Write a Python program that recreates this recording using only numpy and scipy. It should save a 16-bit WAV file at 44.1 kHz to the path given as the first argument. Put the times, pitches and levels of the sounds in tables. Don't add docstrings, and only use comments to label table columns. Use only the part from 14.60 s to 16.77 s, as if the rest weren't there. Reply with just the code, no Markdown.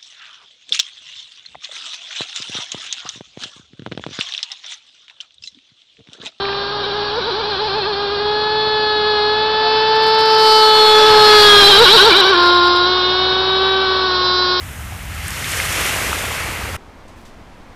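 import sys
import numpy as np
from scipy import signal
from scipy.fft import rfft, irfft, next_fast_len
from scipy.io import wavfile
from scipy.ndimage import uniform_filter1d, map_coordinates

SR = 44100
rng = np.random.default_rng(int(sys.argv[2]) if len(sys.argv) > 2 else 0)


def to_wav(sig):
    pcm = np.clip(np.atleast_2d(sig), -1, 1) * 32767
    pcm = np.round(pcm).astype(np.int16)
    wavfile.write(sys.argv[1], SR, pcm.T)


N = 95520
T = np.arange(N) / SR
LN_60_DB = np.log(1000)


def amp(db):
    return 10 ** (np.asarray(db) / 20)


def unit(x):
    return x / np.sqrt(np.mean(x ** 2) + 1e-20)


def curve(rows, lag=0):
    times, values = np.transpose(rows)
    return np.interp(T - lag, times, values)


def wobble(rate):
    knots = rng.standard_normal(400)
    return map_coordinates(knots, [T * rate], mode="wrap")


def filtered(x, response):
    size = next_fast_len(len(x) + 8192)
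    hz = np.fft.rfftfreq(size, 1 / SR)
    return irfft(rfft(x, size) * response(hz), size)[:len(x)]


def coloured(x, spectrum):
    f, db = np.transpose(spectrum)

    def response(hz):
        return amp(np.interp(np.log(hz + 1), np.log(f), db))
    return unit(filtered(x, response))


def rush(patchy_db):
    z = signal.stft(rng.standard_normal(N), nperseg=512)[2]
    field = uniform_filter1d(rng.standard_normal(z.shape), 6, 0)
    field = uniform_filter1d(field, 8, 1)
    patchy = z * amp(patchy_db * unit(field))
    return unit(signal.istft(patchy, nperseg=512)[1][:N])


def bubbles(low_hz, high_hz, cycles, spread_db, rise, count, size):
    when, pitch, strength, life = rng.random((count, 4)).T[:, :, None]
    hz = low_hz + (high_hz - low_hz) * pitch
    t = np.arange(size) / SR
    t60 = cycles * (.5 + life) / hz
    age = np.minimum(t / t60, 2)
    excess = np.minimum(-np.log(1 - strength), 4)
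    gain = amp(spread_db * excess) * np.sqrt(hz)
    ring = gain * np.exp(-LN_60_DB * age) * np.sin(2 * np.pi * hz * t * (1 + rise * age / 2))
    at = (when * N).astype(int) + np.arange(size)
    cloud = np.bincount(at.ravel(), ring.ravel(), N)[:N]
    return unit(cloud - cloud.mean())


def burst(hz, width_oct, t60, t):
    puff = rng.standard_normal(len(t)) * np.exp(-LN_60_DB * t / t60)
    puff = filtered(puff, lambda f: np.exp(-(np.log2((f + 1) / hz) / width_oct) ** 2))
    return puff / np.abs(puff).max()


def add(track, s, sound):
    part = track[round(s * SR):][:len(sound)]
    part += sound[:len(part)]


# t/s, level/dB
BREAKER_LEVEL = [(0, -59), (.45, -40.5), (.6, -34.5), (.7, -30), (.8, -30), (.95, -25), (1.07, -24.5),
                 (1.17, -21.5), (1.36, -23.5), (1.58, -26), (1.88, -28), (2.17, -32)]
# f/Hz, relative level/dB
CHURN_SPECTRUM = [(200, -33), (600, -12), (1100, -6), (1450, -2), (2050, 1), (2800, -3), (3500, -12.5),
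                  (4400, -3), (8000, -35)]


def churn():
    cloud = bubbles(low_hz=1205, high_hz=3606, cycles=22, spread_db=1.5, rise=0.047, count=4800, size=1200)
    water = cloud + amp(4.5) * rush(patchy_db=1.2)
    return coloured(water, CHURN_SPECTRUM) * amp(curve(BREAKER_LEVEL))


# f/Hz, relative level/dB
GURGLE_SPECTRUM = [(60, -20), (150, -3), (280, -2), (500, 0.5), (800, -1.5), (1300, 2.5), (2200, -35),
                   (5000, -40)]
GURGLE_LAG_S, PLUNGE_S = 0.055, 1.2
GURGLE_AT_PLUNGE_DB, GURGLE_GROWS_DB_PER_S = -6, 3


def gurgle():
    cloud = bubbles(low_hz=181.4, high_hz=1458, cycles=8.9, spread_db=1.0, rise=0.1, count=1600, size=2000)
    water = coloured(cloud + amp(5) * rush(patchy_db=1), GURGLE_SPECTRUM)
    relative_db = GURGLE_AT_PLUNGE_DB + GURGLE_GROWS_DB_PER_S * (T - PLUNGE_S)
    return water * amp(curve(BREAKER_LEVEL, GURGLE_LAG_S) + relative_db)


# t/s, level/dB
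SPRAY_LEVEL = [(0, -47), (.48, -45.5), (.62, -37), (.7, -33.5), (.83, -30.5), (.94, -25), (1.07, -27),
               (1.2, -24), (1.42, -26.5), (1.6, -29), (1.9, -32.5), (2.17, -39)]
# f/Hz, relative level/dB
HISS_SPECTRUM = [(1500, -19), (3000, 4), (3600, 2.5), (4400, -6.5), (5200, 0), (6500, 0.5), (9500, -1),
                 (11000, -3), (13200, -3.5), (14300, -11), (15500, -40)]


def spray():
    fizz = bubbles(low_hz=2880, high_hz=15000, cycles=4.7, spread_db=3.5, rise=.05, count=14000, size=128)
    hiss = coloured(fizz + amp(6.5) * rush(patchy_db=0.6), HISS_SPECTRUM)
    flutter_db = 0.76 * wobble(69.15)
    return hiss * amp(curve(SPRAY_LEVEL) + flutter_db)


# t/s, peak level of the ring/dB, starting f/Hz, t60/s
PLOP_EVENTS = [(.323, -25.5, 760, .02), (.8445, -17, 3500, .005), (.936, -15, 1900, .007),
               (1.0008, -6.5, 2100, .0045), (1.5297, -7.3, 1280, .009), (1.596, -20.5, 560, .016)]
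# t/s, peak level/dB, centre f/Hz
TICK_EVENTS = [(.6818, -13.5, 9000), (.7062, -13, 7300), (.9186, -11, 7600)]
PLOP_ATTACK_S, PLOP_RISE = .0003, .1
SLAP_DB, SLAP_WIDTH_OCT = -9, 1.6
TICK_T60_S, TICK_WIDTH_OCT = .005, .5


def splashes():
    out = np.zeros(N)
    t = np.arange(2048) / SR
    for s, db, hz, t60 in PLOP_EVENTS:
        ring = np.sin(2 * np.pi * hz * t * (1 + PLOP_RISE * np.minimum(t / t60, 1) / 2))
        ring = ring * np.exp(-LN_60_DB * t / t60) * (1 - np.exp(-t / PLOP_ATTACK_S))
        ring = ring / np.abs(ring).max()
        slap = amp(SLAP_DB) * burst(hz, SLAP_WIDTH_OCT, t60, t)
        add(out, s, amp(db) * (ring + slap))
    for s, db, hz in TICK_EVENTS:
        add(out, s, amp(db) * burst(hz, TICK_WIDTH_OCT, TICK_T60_S, t))
    return out


# f/Hz, relative level/dB
FOAM_SPECTRUM = [(20, -40), (150, -7), (300, -4), (500, -4), (750, -0.5), (1000, -1), (1800, 0.5),
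                 (2700, -2.5), (3500, -9), (4500, -14), (7000, -11), (10000, -11.3), (13500, -13),
                 (15000, -16)]
FOAM_DB = -35.5


def foam():
    fizz = bubbles(low_hz=513, high_hz=13100, cycles=16.6, spread_db=1.5, rise=0.15, count=9000, size=400)
    wash = coloured(fizz + amp(11) * rush(patchy_db=1.0), FOAM_SPECTRUM)
    return wash * amp(FOAM_DB + 0.15 * wobble(26))


# t/s, level/dB
BREEZE_LEVEL = [(0, -30.5), (.5, -30.5), (.93, -29), (1.2, -30.5), (1.5, -31.5), (1.92, -29), (2.17, -32)]
# f/Hz, relative level/dB
RUMBLE_SPECTRUM = [(15, -48), (28, -28), (38, -7.5), (56, -5), (70, -1.5), (95, -3), (115, -8.5),
                   (160, -12.5), (220, -20.5), (320, -28), (800, -65)]


def wind():
    return coloured(rng.standard_normal(N), RUMBLE_SPECTRUM) * amp(curve(BREEZE_LEVEL))


def scene():
    beach = churn() + gurgle() + spray() + splashes() + foam() + wind()
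    return np.array([beach, beach])


LOW_CUT_HZ, TOP_HZ = 26, 14950


def record(dry):
    def response(hz):
        low_cut = hz ** 4 / (hz ** 4 + LOW_CUT_HZ ** 4)
        return (hz < TOP_HZ) * low_cut
    return np.array([filtered(side, response) for side in dry])


dry = scene()
out = record(dry)
to_wav(out)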